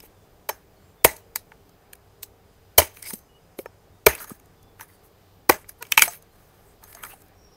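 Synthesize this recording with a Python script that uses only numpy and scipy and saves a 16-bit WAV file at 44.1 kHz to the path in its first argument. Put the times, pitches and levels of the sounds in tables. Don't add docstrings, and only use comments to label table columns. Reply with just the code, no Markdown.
import sys
import numpy as np
from scipy import signal
from scipy.fft import rfft, irfft
from scipy.io import wavfile
from scipy.ndimage import uniform_filter1d

SR = 44100
rng = np.random.default_rng(int(sys.argv[2]) if len(sys.argv) > 2 else 0)


def wrap_up_sound(samples):
    columns = np.atleast_2d(samples).T
    tamed = np.clip(columns, -1, 1)
    steps = np.round(tamed * 32767).astype(np.int16)
    wavfile.write(sys.argv[1], SR, steps)


def magnitude_from_level(level_db):
    exponent = np.asarray(level_db, float) / 20
    return 10 ** exponent


N = 333396


def unit(x):
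    return x / np.sqrt(np.mean(x ** 2))


def colour(x, points):
    hz, db = np.transpose(points)
    f = np.arange(len(x) // 2 + 1) * SR / len(x) + 1
    gain = magnitude_from_level(np.interp(np.log(f), np.log(hz), db))
    return irfft(rfft(x) * gain, len(x))


def ring(modes, size, chance=0):
    hz, db, t60 = np.transpose(modes)[:, :, None]
    t = np.arange(size) / SR
    level_chance, pitch_chance = chance + np.zeros((2, len(modes), 1))
    decay = magnitude_from_level(db + 2 * level_chance - 60 * t / t60)
    return np.sum(decay * np.sin(2 * np.pi * hz * (1 + .012 * pitch_chance) * t), axis=0)


def ruptures(size, spread_db):
    sizes = np.minimum(rng.exponential(size=size), 6.5)
    return rng.standard_normal(size) * magnitude_from_level(spread_db * sizes)


def walk(rate):
    k = int(SR / rate)
    steps = np.repeat(rng.standard_normal(N // k + 1), k)
    return 1.1 * uniform_filter1d(uniform_filter1d(steps, k), k)[:N]


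def add(out, s, x):
    i = int(s * SR)
    x = x[max(-i, 0):N - i]
    out[max(i, 0):max(i, 0) + len(x)] += x


# f/Hz, level/dB [per Hz]
FLOOR_TONE = [(12, -37), (20, -2), (101, -3.5), (123, -7), (187, -6), (215, -14), (284, -11), (375, -12),
              (408, -9), (525, -13), (797, -12.5), (867, -17), (1250, -20), (2370, -26), (15800, -38.5)]
FLOOR_DB = -56.5
# f/Hz, width/Hz, level/dB
HUMS = [
    (98, 8, -65),
    (405, 10, -71.5),
    (460, 10, -71),
    (5000, 150, -82),
    (14300, 2600, -74),
]


def neighbourhood():
    out = 0
    for hz in 30 * 2 ** np.arange(10):
        octave = [(hz / 2, -20), (hz / 1.3, 0), (hz * 1.3, 0), (hz * 2, -20)]
        band = colour(rng.standard_normal(N), octave)
        out = out + band * magnitude_from_level(.8 * walk(3) + 1.2 * walk(20))
    out = magnitude_from_level(FLOOR_DB) * unit(colour(out, FLOOR_TONE))
    for hz, wide, db in HUMS:
        line = colour(rng.standard_normal(N), [(hz - 3 * wide, -50), (hz, 0), (hz + 3 * wide, -50)])
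        out = out + magnitude_from_level(db + 1.5 * walk(4)) * unit(line)
    return out


# t/s, length/s, f/Hz, glide/Hz, level/dB
BIRDS = [(.14, .16, 3550, -100, -75.5), (.76, .03, 4350, 0, -75), (.81, .045, 4350, 0, -76),
         (.8, .15, 7400, 0, -78), (.955, .09, 3530, 0, -75), (1.195, .04, 2900, 0, -72),
         (7.09, .05, 4600, 0, -72), (3.28, .13, 2930, 0, -70), (3.92, .08, 3700, 0, -79),
         (4.56, .2, 3500, -60, -74.5), (4.88, .1, 4600, 0, -76), (6.3, .08, 4200, 0, -77),
         (7.35, .27, 5560, 60, -69), (7.36, .2, 5800, -100, -74), (7.47, .15, 5300, -150, -73)]


def birds():
    out = np.zeros(N)
    flutter = magnitude_from_level(4 * walk(90))
    waver = np.cumsum(.012 * walk(400)) / SR
    for s, length, hz, glide_hz, db in BIRDS:
        t = np.arange(int(length * SR)) / SR
        cycles = hz * (t + waver[:len(t)]) + glide_hz * t ** 2 / (2 * length)
        swell = np.sqrt(np.sin(np.pi * t / length))
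        add(out, s, magnitude_from_level(db + 4.5) * swell * np.sin(2 * np.pi * cycles))
        waver = np.roll(waver, -len(t))
    return out * flutter


# f/Hz, echo level/dB, t60/s
YARD = [
    (150, -30, .25),
    (500, -25, .24),
    (1200, -25, .22),
    (2500, -25, .22),
    (5000, -24, .2),
    (11000, -21, .18),
]


def yard(x):
    t, out = np.arange(22000) / SR, 0
    for hz, db, t60 in YARD:
        band = [(hz / 3, -30), (hz, 0), (hz * 3, -30)]
        decay = magnitude_from_level(-120 * t / t60) * np.clip(t / 0.0036, 0, 1) * 14 / (SR * t60)
        power = signal.fftconvolve(colour(x, band) ** 2, decay)[:N]
        wash = unit(colour(ruptures(N, 2.2) * magnitude_from_level(1.5 * walk(150)), band))
        out = out + magnitude_from_level(db) * np.sqrt(np.abs(power)) * wash
    return out


def single_rings(table, soft_s):
    out = np.zeros(N)
    for s, db, hz, t60 in table:
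        t = np.arange(int(t60 * SR)) / SR
        rung = ring([(hz, db - 3.5, t60)], len(t)) * (1 - np.exp(-t / soft_s))
        rumble_cut = signal.butter(2, hz / 2, "high", fs=SR, output="sos")
        add(out, s, signal.sosfilt(rumble_cut, rung))
    return out


# t/s, level/dB, f/Hz, t60/s
BUMPS = [
    (1.046, -21.5, 64.6, 0.15),
    (2.781, -13, 81.4, 0.14),
    (4.066, -15, 68.75, 0.15),
    (5.494, -26, 80, 0.17),
]
# t/s, level/dB, f/Hz, t60/s
ROCKS = [
    (.036, -31, 430, 0.02),
    (1.049, -16.5, 125.6, 0.072),
    (3.134, -21, 218, 0.043),
    (3.587, -26, 251, 0.033),
    (4.066, -13, 135, .06),
    (4.316, -16.5, 217, 0.018),
    (5.9215, -2.5, 2523, 0.018),
    (5.978, -1, 2600, .03),
    (6.022, -10, 2461, .025),
]


def nut_jolts():
    return single_rings(BUMPS + ROCKS, soft_s=0.00075)


# t/s, level/dB, f/Hz, t60/s
RINGS = [(.492, -31, 6300, 0.11), (.503, -36.5, 5400, 0.1), (6.949, -38, 674, 0.068),
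         (7.13, -38, 850, 0.052), (2.79, -38, 5410, .1), (2.79, -36.5, 5800, .12),
         (3.112, -45.5, 6280, 0.33), (1.052, -28, 6430, .06), (1.052, -30, 5405, .04),
         (1.06, -38, 6600, .12), (5.5, -35.5, 4900, .15), (3.59, -47.5, 5400, .08), (6.14, -54, 6400, 0.28),
         (3.659, -51, 5400, 0.1), (3.659, -49, 6450, .05), (4.2, -44, 6440, 0.043), (4.075, -42, 6330, .15),
         (4.27, -47.5, 6550, 0.23), (6.079, -23.5, 7990, 0.066), (6.082, -26, 6340, 0.064),
         (6.076, -18.5, 698, 0.065), (6.842, -52, 6410, 0.2), (6.951, -46, 6430, .08)]


def blade_rings():
    return single_rings(RINGS, soft_s=.001)


# t/s, level/dB, f/Hz, t60/s
PLATES = [(.4905, -24, 620, .04), (.491, -26, 1150, .02), (.4908, -21, 900, .016), (.4912, -29, 1450, .015),
          (.036, -44, 850, .02), (.4915, -26, 1900, .022), (1.047, -7, 520, .028), (1.048, -14, 1430, .02),
          (1.0495, -8, 2190, .02), (1.0495, -16, 2630, .025), (1.048, -13, 1700, .025),
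          (2.2362, -36, 4400, .012), (2.231, -19, 14400, .008), (2.2365, -28, 13900, .008),
          (2.782, -7, 2320, .03), (2.7845, -6, 3050, .024), (2.784, -17, 3970, .025),
          (2.783, -16, 620, .05), (3.5945, -31, 520, 0.04), (3.659, -31, 1750, .016),
          (3.6585, -24, 540, .011), (3.659, -31, 2350, .01), (3.6595, -29, 1300, .012),
          (3.662, -40, 920, .04), (.4965, -17, 920, .018), (.4915, -36, 4300, .02),
          (1.0478, -15, 8600, .028), (1.0475, -14, 13300, .012), (5.499, -12, 850, .04),
          (5.499, -22, 3950, .016), (1.518, -45, 2200, .015), (4.0665, -5, 2325, .02),
          (4.0655, -1.5, 430, .035), (4.067, -16, 1700, .025), (5.4945, -8, 1950, .03),
          (5.496, -8, 1500, .024), (5.4955, -8, 1120, .03), (5.4935, -9, 360, .03),
          (5.978, -12, 11750, .02), (5.988, -25, 13500, .01)]


def husk_plates():
    return magnitude_from_level(8.0) * single_rings(PLATES, soft_s=.0012)


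# t/s, level/dB, f/Hz
SPLINTERS = [(0.5044, -33, 800), (0.5153, -42, 775), (1.0641, -31, 6720), (1.0666, -29, 1900),
             (1.0679, -27, 860), (1.0756, -33, 8530), (1.0775, -30, 1830), (1.086, -36, 1980),
             (1.0905, -36, 8610), (1.091, -34, 2150), (1.099, -34.5, 1980), (2.8006, -28.5, 5430),
             (2.8036, -32, 6290), (2.8096, -34, 5340), (2.8146, -35, 6460), (2.8171, -30, 2050),
             (2.8251, -30, 2860), (4.0787, -27, 11970), (4.0812, -31, 6290), (4.0822, -31.5, 12920),
             (4.0865, -27, 1720), (4.0937, -28, 8960), (4.0942, -32, 11890), (4.096, -27, 1720),
             (4.1087, -31, 9100), (4.1103, -32, 1720), (4.1511, -31, 11020), (4.1516, -34, 8610),
             (4.2084, -35, 1460), (5.5095, -36, 7150), (5.5205, -26.5, 1970), (5.5474, -37.5, 860),
             (5.9932, -14.5, 2440), (6.0203, -17, 11280), (6.0203, -15, 9060), (6.0208, -11, 7750),
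             (6.0208, -9, 5900), (6.0208, -8, 6720), (6.0215, -17, 4800), (6.0213, -15, 11970),
             (6.021, -15, 3180), (6.0218, -5, 2360), (6.0223, -16, 1480), (6.0363, -21, 2240),
             (2.9722, -42, 2360), (3.0246, -38, 10770), (3.0261, -31, 8800), (3.0266, -43, 2060),
        (3.0371, -42, 2070), (3.061, -38, 2150), (3.069, -37, 2220), (3.083, -38, 8870),
        (3.1074, -39.5, 1980), (3.1074, -34, 9470), (3.1369, -32, 9470), (3.1369, -35, 11800),
        (3.1385, -27, 8440), (4.2962, -34, 11280), (4.305, -45, 1210), (4.7986, -43, 1460),
        (4.8091, -44.5, 10540), (4.8099, -41.5, 945), (4.8101, -39, 1547), (6.9487, -42, 8790),
        (6.9497, -42, 6670), (7.036, -39, 10590), (7.036, -38, 3190), (7.036, -40, 2350),
        (7.0365, -36, 1380), (7.0378, -37, 8100), (7.049, -37, 8270), (7.05, -36.5, 1390),
        (7.0515, -41, 2310), (7.0595, -40, 10590), (7.0659, -42, 1980), (7.1373, -43, 790),
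        (2.2309, -40, 8100), (2.2309, -39, 7060), (2.2309, -37, 3750), (1.3578, -26, 4690),
        (1.3579, -23, 12830), (1.3589, -28, 6550), (1.3589, -27, 7060), (1.359, -24, 8350),
        (4.8165, -43, 5900), (4.8165, -40, 14500), (4.8165, -43, 1950), (4.8085, -41, 14400),
        (5.6923, -32, 11300), (5.9213, -17, 5900), (5.9213, -19, 3600), (5.977, -12, 2950),
        (1.9325, -42, 7200), (1.9325, -41, 14000)]


def snaps():
    rows = [(s, db + 11, hz, .011 + 13 / hz) for s, db, hz in SPLINTERS]
    return single_rings(rows, soft_s=.0005)


# t/s, length/s, slip rate f/Hz, level/dB
SQUEAK = (5.807, .027, 482, -41)
SLIP_DB = [-4, 0, -4, -12, -22, -22, -24, -24, -19, -18, -24, -24, -26, -24, -26, -24, -25, -27]


def squeak():
    s, length, hz, db = SQUEAK
    out, t = np.zeros(N), np.arange(int(length * SR)) / SR
    slips = sum(magnitude_from_level(d) * np.sin(2 * np.pi * (k + 1) * hz * t) for k, d in enumerate(SLIP_DB))
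    swell = np.sqrt(np.sin(np.pi * t / length)) * (.7 + .7 * t / length)
    add(out, s, magnitude_from_level(db) * unit(slips) * swell)
    return out


# t/s, length/s, f/Hz, level/dB
CHATTER = [(3.035, .08, 5000, -46.5), (3.05, 0.028, 2160, -44.5), (3.06, .06, 8720, -44),
           (4.2, .04, 1500, -44), (4.197, .05, 11820, -42), (7.095, .052, 2700, -52.5),
           (4.887, .023, 2000, -60), (1.06, .045, 1950, -39), (1.055, .05, 6500, -42.5),
           (4.078, .045, 1720, -38), (4.078, .09, 2500, -40.5), (4.185, .015, 4700, -47.5),
           (5.995, .025, 2500, -28.5), (6.66, .08, 8300, -67), (6.975, .05, 2100, -56.5)]


def chatter():
    out = np.zeros(N)
    for s, length, hz, db in CHATTER:
        t = np.arange(int(length * SR)) / SR
        mode = ring([(hz, 0, 30 / hz)], size=1000)
        rung = signal.fftconvolve(ruptures(4000, 3.5), mode)[:len(t)]
        add(out, s, magnitude_from_level(db) * unit(rung) * np.sqrt(np.sin(np.pi * t / length)))
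    return out


# t/s, hiss level/dB, fall/dB per s, husk level/dB re hiss, husk f/Hz
CRUNCHES = [
    (.5, -44.5, 237.5, -2.5, 1670),
    (1.06, -28.5, 214.5, -9, 2110),
    (2.8, -27.5, 245.5, -4.5, 2384),
    (4.085, -29.5, 236, -3, 2000),
    (5.51, -32.5, 260, -3, 1830),
    (5.83, -54, 111.5, -7.5, 2170),
]
# t/s, hiss level/dB, fall/dB per s, husk level/dB re hiss, husk f/Hz
TEARS = [
    (1.3605, -35, 520, -14, 2100),
    (2.2275, -47, 450, -12, 3930),
    (2.2365, -48, 1100, -12, 4300),
    (3.145, -53, 213, -19.5, 2610),
    (5.695, -48.5, 798, -13.5, 1970),
    (5.925, -45, 299, 0, 2600),
    (5.985, -28.5, 453, -3.5, 2654),
    (6.03, -30, 230, -9.5, 2217),
]
# t/s, hold/s, hiss level/dB, husk level/dB re hiss, husk f/Hz
DRAGS = [(0.03, 0.025, -51, -11, 2280), (2.946, 0.053, -53.5, -12, 2320), (3.029, 0.037, -43.5, -11, 2290),
         (3.073, 0.033, -40, -18, 2200), (3.133, .008, -39, -20, 2600), (4.178, .012, -50, -8, 2043),
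         (4.2, .042, -43.5, -9, 1540), (4.279, 0.036, -46, -7.5, 1650), (4.805, .025, -48, -6.5, 1660),
         (4.885, .065, -59.5, -10, 1504), (5.04, .022, -58, -16, 1840), (5.69, .004, -51, -15, 1950),
         (6.021, .006, -26, -7, 2430), (6.328, .4, -66, -3, 1404), (6.826, .06, -56.5, -6.5, 1630),
         (6.89, 0.065, -54, -11.5, 1670), (6.969, 0.045, -59, 1, 1562), (7.033, .02, -43.5, -4.5, 1450),
         (7.06, .08, -49, -9.5, 1460), (7.161, .055, -61, -13.5, 1658), (7.239, .05, -70.5, -7.5, 1660),
         (4.329, 0.027, -56.5, -10, 1620), (3.593, .011, -47.5, -20, 2500), (5.785, .015, -62, -19, 2000),
         (6.085, 0.07, -44, -16.5, 2300), (2.995, .008, -54.5, -15, 2300), (5.916, .003, -46, -11, 3000)]


def rubbing():
    t = np.arange(N) / SR
    close_db_s, stop_db_s, settle_db = 4000, 600, 31
    for table, shell_db in (CRUNCHES, -3), (TEARS, -19.5):
        for s, db, fall, husk_db, husk_hz in table:
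            late = np.maximum(t - s, 0)
            ends = np.minimum(t - s, 0) * close_db_s - stop_db_s * np.maximum(late - settle_db / fall, 0)
            burst = 6 * np.exp(-late / 0.0037)
            yield db + burst - fall * late + ends, husk_db, husk_hz, shell_db, False
    rise_db_s, fall_db_s = 1100, 600
    for s, hold, db, husk_db, husk_hz in DRAGS:
        edges = rise_db_s * np.maximum(s - t, 0) + fall_db_s * np.maximum(t - s - hold, 0)
        yield db - edges, husk_db, husk_hz, -19, True


# f/Hz, level/dB, t60/s
HOLLOW = [
    (417, -1.5, 0.024),
    (462, 1, 0.02),
]
# f/Hz, level/dB, t60/s
SHELL = [
    (625, 5, 0.039),
    (790, -4, 0.038),
    (894, 3, 0.039),
    (960, -9, 0.0033),
]
# f/Hz, level/dB, t60/s
HUSK = [(1254, -3.5, 0.042), (1480, 4, 0.0066), (1725, -3.5, 0.015), (2000, -4.5, 0.014),
        (2280, 1.5, 0.011), (2630, -4.5, 0.0073), (3030, -10.5, 0.018), (3950, -10.5, 0.0057),
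        (5120, -12, .012)]
# f/Hz, level/dB [per Hz]
FIBRE = [(1500, -44), (3500, -13.0), (4030, -7.0), (5010, -8.5), (5840, -6.5), (6410, -4.5), (7570, -9.5),
         (8510, -3.5), (10400, -6.5), (11400, -1.5), (12300, -6.5), (14500, 0.0), (15300, -7.0)]
# f/Hz, level/dB
DRAG_TONE = [
    (4000, -7),
    (7000, -5.5),
    (9000, 0),
]


def scrapes():
    grip = magnitude_from_level(2.2 * walk(150))
    hiss = 0
    for hz in 4000 * 2 ** np.arange(0, 2.1, 1 / 3):
        band = [(hz / 1.4, -25), (hz, 0), (hz * 1.4, -25)]
        patch = unit(colour(grip * ruptures(N, 3.2), band))
        hiss = hiss + magnitude_from_level(3.5 * walk(30)) * patch * np.sqrt(hz)
    hiss = unit(colour(hiss, FIBRE))
    thin = unit(colour(hiss, DRAG_TONE))
    slips = grip * ruptures(N, 3.0)
    husk = np.array([unit(signal.fftconvolve(slips, ring([mode], size=2000))[:N]) for mode in HUSK])
    shell = signal.fftconvolve(grip * ruptures(N, 2.4), ring(HOLLOW + SHELL, size=3000))[:N]
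    shell = unit(colour(shell, [(150, -20), (400, 0)]))
    out = np.zeros(N)
    for db, husk_db, husk_hz, shell_db, dragged in rubbing():
        on = db > -90
        share = magnitude_from_level(-30 * np.abs(np.log2(np.array(HUSK)[:, :1] / husk_hz)))
        rub = np.sum(share * husk[:, on], axis=0) / np.sqrt(np.sum(share ** 2, axis=0))
        fibres = (thin if dragged else hiss)[on]
        out[on] += magnitude_from_level(db[on]) * (fibres + magnitude_from_level(husk_db) * rub + magnitude_from_level(shell_db) * shell[on])
    return out


def favour(modes, near_hz, db_per_octave):
    return [(hz, db - db_per_octave * abs(np.log2(hz / near_hz)), t60) for hz, db, t60 in modes]


def contact(out, s, ms, crack_db, bodies, slice_s, slice_db, fade, first=3.5, size=6000):
    lead = 256
    t = np.arange(size) / SR - slice_s
    travel = np.where(t > 0, np.exp(-np.maximum(t - ms / 1000, 0) / fade), 0)
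    entry = magnitude_from_level(slice_db) * np.clip(.12 + 0.87 * (t / slice_s + 1), 0, 1) * (t <= 0)
    bite = 1 + first * np.exp(-np.abs(t) / .0008)
    fibres = np.array(FIBRE) + [0, 3.0] * rng.standard_normal((len(FIBRE), 2))
    tearing = ruptures(size, 2.5) * (travel * bite / (1 + first / 2) + entry)
    layers = [(colour(np.roll(tearing, lead), fibres), crack_db)]
    push = np.roll(ruptures(size, 3.5) * travel * bite, lead)
    for modes, db in bodies:
        chance = rng.standard_normal((2, len(modes), 1))
        body = signal.fftconvolve(push, ring(modes, size, chance))[:size]
        radiation = signal.butter(4, 0.82 * modes[0][0], "high", fs=SR, output="sos")
        layers.append((signal.sosfilt(radiation, body), db))
    for x, db in layers:
        peak = np.sqrt(uniform_filter1d(x ** 2, size=130).max())
        add(out, s - slice_s - lead / SR, magnitude_from_level(db) * x / peak)


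HOLLOW_HZ, SHELL_HZ = 430, 900


def touches(table, knock_hz, ms, trim_db, slice_s, slice_db, fade, focus_db):
    out = np.zeros(N)
    for s, crack_db, *knock_db, husk_db, husk_hz in table:
        bodies = [(favour(HOLLOW + SHELL, knock_hz, 54), db) for db in knock_db]
        bodies.append((favour(HUSK, husk_hz, focus_db), husk_db + 0.5))
        contact(out, s + 0.00088, ms, crack_db + trim_db, bodies, slice_s, slice_db, fade)
    return out


# t/s, fibre crack level/dB, husk level/dB, husk f/Hz
TICKS = [(0.0024, -36.5, -46.5, 4700), (1.1658, -32.5, -88, 1880), (1.6931, -48, -66, 1308),
         (1.932, -31.5, -42, 2195), (1.9536, -42, -62.5, 2244), (2.9698, -35.5, -43, 2360),
         (3.026, -25, -43, 2130), (3.1894, -41.5, -66.5, 1370), (4.3982, -44, -59, 1695),
         (4.458, -49.5, -70.5, 1620), (4.6287, -47.5, -83, 1610), (5.6433, -70, -49.5, 2290),
         (5.6913, -30.5, -51.5, 1760), (5.8512, -47, -47, 2380), (5.8676, -39, -53, 2160),
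         (6.1343, -29.5, -48, 2507), (6.2238, -41.5, -63.5, 1270), (6.8384, -33, -57, 1305),
         (6.9276, -35.5, -50, 2090), (7.2193, -43, -61.5, 1280), (7.2619, -55.5, -64, 1210),
         (7.2833, -51, -71, 1300)]
# t/s, fibre crack level/dB, hollow level/dB, husk level/dB, husk f/Hz
HOLLOW_TAPS = [
    (3.1348, -23.5, -38.5, -45.5, 3100),
    (3.5883, -28, -28, -40, 2350),
    (3.6576, -43, -38, -52, 1900),
    (4.1505, -27, -47, -41, 2310),
    (4.2958, -32.5, -52, -67, 1270),
    (5.8251, -21.5, -43, -31.5, 2210),
]
# t/s, fibre crack level/dB, shell level/dB, husk level/dB, husk f/Hz
SHELL_TAPS = [
    (1.5179, -80, -47, -43, 1500),
    (2.2303, -25, -62, -39, 4363),
    (4.7955, -46, -48, -43, 1504),
    (4.809, -30.5, -44, -42, 1414),
    (6.9489, -33, -52, -49, 1720),
    (6.9692, -47, -49, -47, 1420),
    (7.0354, -30.5, -41, -38.5, 1350),
    (7.0495, -33, -51, -41.5, 1280),
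]


def taps():
    tap = dict(ms=1.5, trim_db=-7.5, slice_s=0.0046, slice_db=-6, fade=0.0034, focus_db=27.8)
    out = touches(TICKS, None, **tap)
    return out + touches(HOLLOW_TAPS, HOLLOW_HZ, **tap) + touches(SHELL_TAPS, SHELL_HZ, **tap)


# t/s, fibre crack level/dB, knock level/dB, husk level/dB, husk f/Hz
NUDGES = [
    (3.1053, -20.5, -44, -38.5, 2000),
    (4.1784, -29, -56, -44.5, 2178),
    (4.2023, -26.5, -96, -43, 1500),
    (4.243, -26, -46, -40, 1480),
    (5.5194, -21, -35, -33, 2000),
    (6.0786, -16, -31.5, -31, 1480),
    (6.8274, -46, -49.5, -51, 1308),
]
# t/s, fibre crack level/dB, hollow level/dB, husk level/dB, husk f/Hz
HOLLOW_NUDGES = [
    (2.8174, -22, -26.5, -27.5, 2020),
    (4.3044, -41, -43, -44.5, 1250),
]


def nudges():
    nudge = dict(ms=2.5, trim_db=-14, slice_s=.003, slice_db=-4.5, fade=.003, focus_db=21)
    return touches(NUDGES, SHELL_HZ, **nudge) + touches(HOLLOW_NUDGES, HOLLOW_HZ, **nudge)


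# t/s, fibre crack level/dB, shell level/dB, husk level/dB, husk f/Hz
SPLITS = [
    (1.3576, -10, -35, -28, 1850),
    (5.9204, -8, -46, -14.5, 2640),
    (5.976, -1, -14, -1, 2500),
    (5.9934, -8.5, -44, -17.5, 2630),
    (6.0202, 2, -24, -6, 2400),
    (6.0364, -15, -34, -28.5, 2490),
]


def splits():
    return touches(SPLITS, SHELL_HZ, ms=1.3, trim_db=-7, slice_s=0.0046, slice_db=-11, fade=0.0029, focus_db=39.97)


# t/s, fibre crack level/dB, hollow level/dB, shell level/dB, husk level/dB
CHOPS = [
    (0.4907, -15, -33, -28, -30),
    (1.0459, 3, -13, -7, -9),
    (2.781, 5, -13, -11, -14),
    (2.79, -6, -32, -15, -25),
    (4.0642, 1, -16, -10, -10),
    (5.494, -1, -12.5, -14, -14),
]


def chops():
    out = np.zeros(N)
    for s, crack_db, hollow_db, shell_db, husk_db in CHOPS:
        husk = favour(HUSK, 2290, 6.5)
        bodies = (HOLLOW, hollow_db + 5), (SHELL, shell_db + 0.5), (husk, husk_db + 3.0)
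        contact(out, s + 0.00053, 4.2, crack_db - 7, bodies, slice_s=.0036, slice_db=-7.0, fade=.0032, first=.3)
    return out


def scene():
    knife = chops() + splits() + taps() + nudges()
    knife = knife + nut_jolts() + blade_rings() + husk_plates()
    knife = knife + scrapes() + squeak() + chatter() + snaps()
    return (knife + yard(knife) + birds() + neighbourhood())[None]


def roll_off(x):
    return signal.sosfilt(signal.butter(12, 15970, fs=SR, output="sos"), x)


def record(dry):
    clipped = np.clip(dry, -1, 1)
    top_hz = 15960
    mix = colour(clipped[0], [(top_hz - 250, 0), (top_hz + 100, -40)])[None]
    return roll_off(mix)


dry = scene()
out = record(dry)
wrap_up_sound(out)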